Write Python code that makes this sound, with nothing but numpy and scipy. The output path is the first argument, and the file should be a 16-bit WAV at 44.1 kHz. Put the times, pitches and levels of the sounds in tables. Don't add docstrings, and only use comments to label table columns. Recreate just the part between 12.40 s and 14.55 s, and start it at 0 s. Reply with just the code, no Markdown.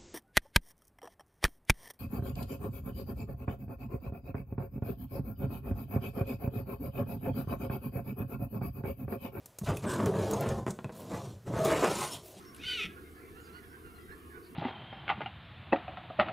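import sys
import numpy as np
from scipy import signal
from scipy.fft import rfft, irfft
from scipy.io import wavfile
from scipy.ndimage import uniform_filter1d

SR = 44100
rng = np.random.default_rng(int(sys.argv[2]) if len(sys.argv) > 2 else 0)


def digitize_waveform(pressure):
    field = np.atleast_2d(pressure).T
    bounded = np.clip(field, -1, 1)
    quanta = np.round(bounded * 32767).astype(np.int16)
    wavfile.write(sys.argv[1], SR, quanta)


N = 94815
T = np.arange(N) / SR

# f/Hz, relative level/dB
RUMBLE_EQ = [(20, -25), (40, -29), (58, -8), (76, 6.5), (110, -8.5), (170, -5), (290, -3.5), (360, 1),
             (450, -2), (510, -15.5), (570, -39.5), (700, -15), (900, -32.5), (2000, -34.5), (16000, -91)]
HISS_EQ = [(100, 1), (2000, -9), (4500, -2), (7000, -3.5), (8500, -2), (9600, 3.5), (12000, 2), (15500, -1)]
FLOCK_EQ = [(300, 9), (800, -13), (1100, 8.5), (1550, 1), (2100, -1), (2900, -6.5), (4000, -12),
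            (7000, -34), (16000, -81)]
GRASS_EQ = [(300, -23), (1500, 5), (3000, -7), (6000, -3), (10000, -23), (16000, -24)]
TWIG_EQ = [(500, -20), (3000, 10.5), (6000, -6), (10000, 11), (13000, 0), (16000, -18)]
# f/Hz, base t60/s
TREE_DECAY = [(200, 1), (2500, 0.35), (8000, 0.28)]
# t/s, length/s, f/Hz, glide/octaves, level/dB, second partial/dB, left minus right/dB
GOOSE_YELPS = [(0.48, 0.071, 1660, 0.141, -57, -18, -5), (0.553, .06, 1635, 0.094, -58, -19, -4),
               (0.558, 0.042, 1450, 0.067, -52, -19, -14), (.63, 0.073, 2130, -0.069, -66, -27, 2),
               (0.738, 0.078, 1723, -0.085, -60.5, -30, -2), (0.769, 0.084, 1380, -.03, -59, -31, -24),
               (0.946, 0.085, 1411, 0.23, -53.5, -9.5, -12), (1.059, 0.052, 1603, 0.062, -60, -10, -10),
               (1.02, 0.12, 1363, -0.095, -58, -10, -9), (1.124, 0.072, 1434, .12, -50.5, -10.5, -9),
               (1.161, 0.049, 2040, -.08, -63.5, -10, -11), (1.222, 0.043, 1700, -0.057, -57, -13, -26),
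               (1.309, 0.072, 1559, 0.13, -54.5, -20, -5), (1.422, 0.109, 1395, -0.13, -56, -10.5, -6),
               (1.527, .1, 1396, -0.094, -63.5, -12, 6.5), (1.675, 0.056, 1615, 0.15, -52, -28, -7),
               (1.692, 0.046, 1390, -0.11, -55, -14, -6), (1.701, 0.051, 1746, -0.053, -51, -28, -28),
               (1.895, 0.062, 1649, -0.18, -55.5, -25, -8), (1.93, 0.064, 1481, -0.048, -49.5, -23, -13)]
# t/s, length/s, f/Hz, glide/octaves, level/dB, waver/share of pitch
BIRD_NOTES = [(0.049, 0.081, 5470, 0, -62, 0.0037), (0.694, .05, 8000, -.08, -77, .008),
              (0.983, 0.11, 6840, -0.16, -73, .025), (.745, 0.073, 4500, -.12, -76, 0.018),
              (1.275, 0.075, 5420, .08, -75.5, .015), (1.6, 0.035, 4920, -0.041, -76, 0.0071),
              (1.69, .06, 5280, -0.017, -77, 0.028), (1.029, 0.067, 4740, -0.075, -68, 0.068),
              (1.125, 0.077, 4490, 0.055, -66, 0.027), (1.544, 0.048, 4130, -0.057, -69, 0.0033),
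              (1.71, 0.034, 4170, 0.099, -68, .008), (2.019, 0.082, 4360, 0.022, -66.5, 0.065)]
# centre t/s, half length/s, level/dB
GRASS_SWISHES = [(0.038, 0.052, -63.5), (0.21, 0.078, -63), (1.09, 0.27, -75.5)]
# t/s, relative level/dB
TWIG_SNAPS = [(0.1467, -48.5), (0.1499, -51), (0.1639, -51), (0.1671, -53), (1.78, -61)]
# t/s, level/dB, f/Hz
HOOF_THUDS = [(0.192, -50.5, 300), (0.438, -43.5, 184), (.485, -55.5, 148), (1.071, -59.5, 155),
              (1.952, -58, 73.6)]
# t/s, f/Hz, level/dB before the throat EQ
SQUEAL_ARCH = [(.18, 1120, -74), (.2, 1235, -57.5), (.222, 1365, -58), (.25, 1467, -46.5),
               (.282, 1546, -34), (.315, 1516, -35.5), (.352, 1477, -40.5), (.372, 1405, -39),
               (.4, 1300, -39.5), (.42, 1241, -39.5), (.44, 1259, -37.5), (.462, 1301, -56)]
# f/Hz, level/dB
THROAT_EQ = [(1100, -51), (1300, -12), (1550, -17), (2400, 2.5), (3100, -3), (3800, -16), (4200, -16),
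             (4550, -10), (4750, -22.5), (5300, -45), (6200, -35), (7600, -32.5), (9500, -29.5)]
# t/s, tone cycles per beat, rasp level/dB, breathy share/0-1
FOLD_BEAT = [(0.178, 1.88, -79, 0.6), (.222, 1.71, -51.5, 1), (.245, 2.08, -44, 0), (.265, 2.9, -46, 0.05),
             (0.287, 3.17, -45, 0.2), (0.319, 3, -38.5, 0.6), (0.362, 3, -42.5, 0.33),
             (.39, 2.98, -40, 0.2), (.42, 3.3, -39, 0), (.44, 5, -41, .25), (.456, 8.6, -40.5, 0),
             (.478, 10.7, -61, 0.73)]
# f/Hz, width/Hz, relative level/dB
FORMANTS = [(410, 84, -4), (1460, 120, -1), (2200, 520, -1.5), (2544, 390, 1.5), (3010, 430, 1),
            (3695, 510, 1.5), (4760, 270, -14), (5860, 1100, -14.5)]

FLOCK_LAG_S = 0.00043


def amp(db):
    return 10 ** (np.asarray(db) / 20)


def unit(x):
    return x / np.sqrt(np.mean(x ** 2) + 1e-20)


def read(points, hz):
    f, value = np.transpose(points)
    return np.interp(np.log(hz + 1), np.log(f), value)


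def automation(rows):
    s, value, db = np.transpose(rows)
    return np.interp(T, s, value), amp(np.interp(T, s, db)) * (T > s[0]) * (T < s[-1])


def add(mix, s, sound):
    part = mix[..., round(s * SR):][..., :sound.shape[-1]]
    part += sound[..., :part.shape[-1]]


def colour(x, eq):
    return irfft(rfft(x) * amp(read(eq, np.fft.rfftfreq(len(x), 1 / SR))), len(x))


def wander(hz):
    rolloff = np.exp(-(np.fft.rfftfreq(N, 1 / SR) / hz) ** 2)
    return unit(irfft(rfft(rng.standard_normal(N)) * rolloff, N))


def resonate(x, hz, width_hz):
    turn = np.exp(2j * np.pi * np.cumsum(hz * np.ones(N)) / SR)
    r = np.exp(-np.pi * width_hz / SR)
    return 2 * (turn * signal.lfilter([(1 - r) ** 2], [1, -2 * r, r * r], x / turn + 1e-18)).real


def note(length, hz, glide, waver):
    u = np.linspace(0, 1, round(length * SR))
    pitch = hz * 2 ** (glide * (u - .5)) * (1 + waver * wander(415)[:len(u)])
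    return 2 * np.pi * np.cumsum(pitch) / SR, np.sqrt(2) * np.sin(np.pi * u)


def echo(x, t60_scale):
    size = SR // 2
    taps = rng.standard_normal(size) * (rng.random(size) < .1) * (np.arange(size) > SR * .003)
    hz, t, spectra = signal.stft(taps, SR, nperseg=256)
    t60 = t60_scale * read(TREE_DECAY, hz)[:, None]
    tail = signal.istft(spectra * amp(-60 * t / t60), SR, nperseg=256)[1]
    return signal.fftconvolve(x, tail / np.linalg.norm(tail))[:N]


def bed(eq, coherence, patchy_db, lag_s=0):
    hz = np.fft.rfftfreq(2048, 1 / SR)
    a, b, c, d, patches = rng.standard_normal((5, N // 512 + 5, len(hz)))
    patches = unit(uniform_filter1d(uniform_filter1d(patches, size=6, axis=0), size=7, axis=1))
    common, separate = a + 1j * b, c + 1j * d
    left = common * np.exp(-2j * np.pi * hz * lag_s)
    right = coherence * common + np.sqrt(1 - coherence ** 2) * separate
    spectra = np.array([left, right]) * amp(read(eq, hz) + patchy_db * patches)
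    return unit(signal.istft(spectra, nperseg=2048, noverlap=1536, time_axis=1, freq_axis=2)[1][:, :N])


def rumble_and_hiss():
    rumble = amp(-54) * bed(RUMBLE_EQ, coherence=.89, patchy_db=1.5)
    return rumble + amp(-66) * bed(HISS_EQ, coherence=1, patchy_db=0.9)


def far_engine():
    return amp(-62) * unit(resonate(rng.standard_normal(N), hz=75.3, width_hz=6.6))


def flock():
    left_db, right_db = -59, -57
    return amp([[left_db], [right_db]]) * bed(FLOCK_EQ, coherence=0.41, patchy_db=4.5, lag_s=FLOCK_LAG_S)


def geese():
    out = np.zeros((2, N))
    for s, length, hz, glide, db, second_db, left_db in GOOSE_YELPS:
        phase, swell = note(length, hz, glide, waver=0.012)
        yelp = np.sin(phase) + amp(second_db) * (np.sin(2 * phase) + amp(-10) * np.sin(3 * phase))
        flutter = 1 + 0.57 * wander(670)[:len(phase)]
        yelp *= amp(db) * swell * flutter
        add(out[0], s + FLOCK_LAG_S, yelp * amp(left_db))
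        add(out[1], s, yelp)
    return out + amp(-7.5) * np.array([echo(side, t60_scale=1.5) for side in out])


def birds():
    out = np.zeros(N)
    for s, length, hz, glide, db, waver in BIRD_NOTES:
        phase, swell = note(length, hz, glide, waver)
        add(out, s, amp(db) * swell * np.sin(phase))
    return out + amp(-13.5) * echo(out, t60_scale=1)


def grass():
    swells = sum(amp(db) * np.exp(-((T - s) / half) ** 2) for s, half, db in GRASS_SWISHES)
    return swells * (1 + 0.34 * wander(90)) * unit(colour(rng.standard_normal(N), GRASS_EQ))


def twigs(attack_s=0.0012):
    envelope = np.zeros(N)
    u = T[:SR // 20] / attack_s
    for s, db in TWIG_SNAPS:
        add(envelope, s, 0.75 * amp(db) * u * np.exp(2 - 2 * u))
    return envelope * unit(colour(rng.standard_normal(N), TWIG_EQ))


def hooves(attack_s=0.014):
    out = np.zeros(N)
    for s, db, hz in HOOF_THUDS:
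        u = np.maximum(T - s, 0) / attack_s
        out += amp(db) * u * np.exp(1 - u) * unit(resonate(rng.standard_normal(N), hz, width_hz=195))
    return out


def high_tone(pitch, beats, bend_rad=0.12, swing=0.12, shimmer=0.17):
    beat = np.cos(2 * np.pi * beats)
    phase = 2 * np.pi * np.cumsum(pitch) / SR + bend_rad * beat
    tone = sum(amp(read(THROAT_EQ, k * pitch)) * np.cos(k * phase) * (1 + shimmer * wander(150))
               for k in range(1, 7))
    return np.sqrt(2) * tone * (1 + swing * beat)


def throat(drive, closing_s=0.38, sag_per_s=0.98):
    mouth = 1 - sag_per_s * np.clip(T - closing_s, 0, FOLD_BEAT[-1][0] - closing_s)
    return unit(sum((-1) ** k * amp(db) * resonate(drive, hz * mouth, width)
                    for k, (hz, width, db) in enumerate(FORMANTS)))


def squeal(tone_jitter=0.0076, fold_jitter=.012, puff_beats=0.45, leak=0.24):
    folds = np.array(FOLD_BEAT)
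    pitch, tone_gain = automation(SQUEAL_ARCH)
    cycles_per_beat, rasp_gain = automation(folds[:, :3])
    breathy = np.interp(T, folds[:, 0], folds[:, 3])
    pitch *= 1 + tone_jitter * wander(350)
    beat_hz = pitch / cycles_per_beat
    beats = np.cumsum(beat_hz * (1 + fold_jitter * wander(200))) / SR
    tone = tone_gain * high_tone(pitch, beats)
    pulses = np.diff(np.floor(beats), prepend=0) * np.sqrt(SR / beat_hz) * (1 + 0.37 * wander(390))
    puffs = unit(leak + np.exp(-(beats % 1) / puff_beats))
    drive = (1 - breathy) * pulses + breathy * puffs * rng.standard_normal(N)
    rasp = rasp_gain * throat(drive / np.hypot(1 - breathy, breathy))
    air = unit(colour(puffs * rng.standard_normal(N), [(500, -4), (6000, -5.5), (10000, -2.5), (15000, -12)]))
    return tone + rasp + amp(-20) * air * np.hypot(rasp_gain, 0.57 * tone_gain)


def scene():
    horses = squeal() + twigs() + grass()
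    horses += amp(-10) * echo(horses, t60_scale=0.14)
    centre_tail = echo(horses, t60_scale=0.88)
    side_tails = np.array([echo(horses, t60_scale=0.47), echo(horses, t60_scale=0.71)])
    trees = amp(-13.5) * (centre_tail + 0.12 * side_tails)
    return horses + trees + hooves() + geese() + birds() + flock() + rumble_and_hiss() + far_engine()


def record(dry):
    high_cut = signal.firwin(511, 15650, window=("kaiser", 9), fs=SR)
    return signal.oaconvolve(dry, high_cut[None], "same")


dry = scene()
out = record(dry)
digitize_waveform(out)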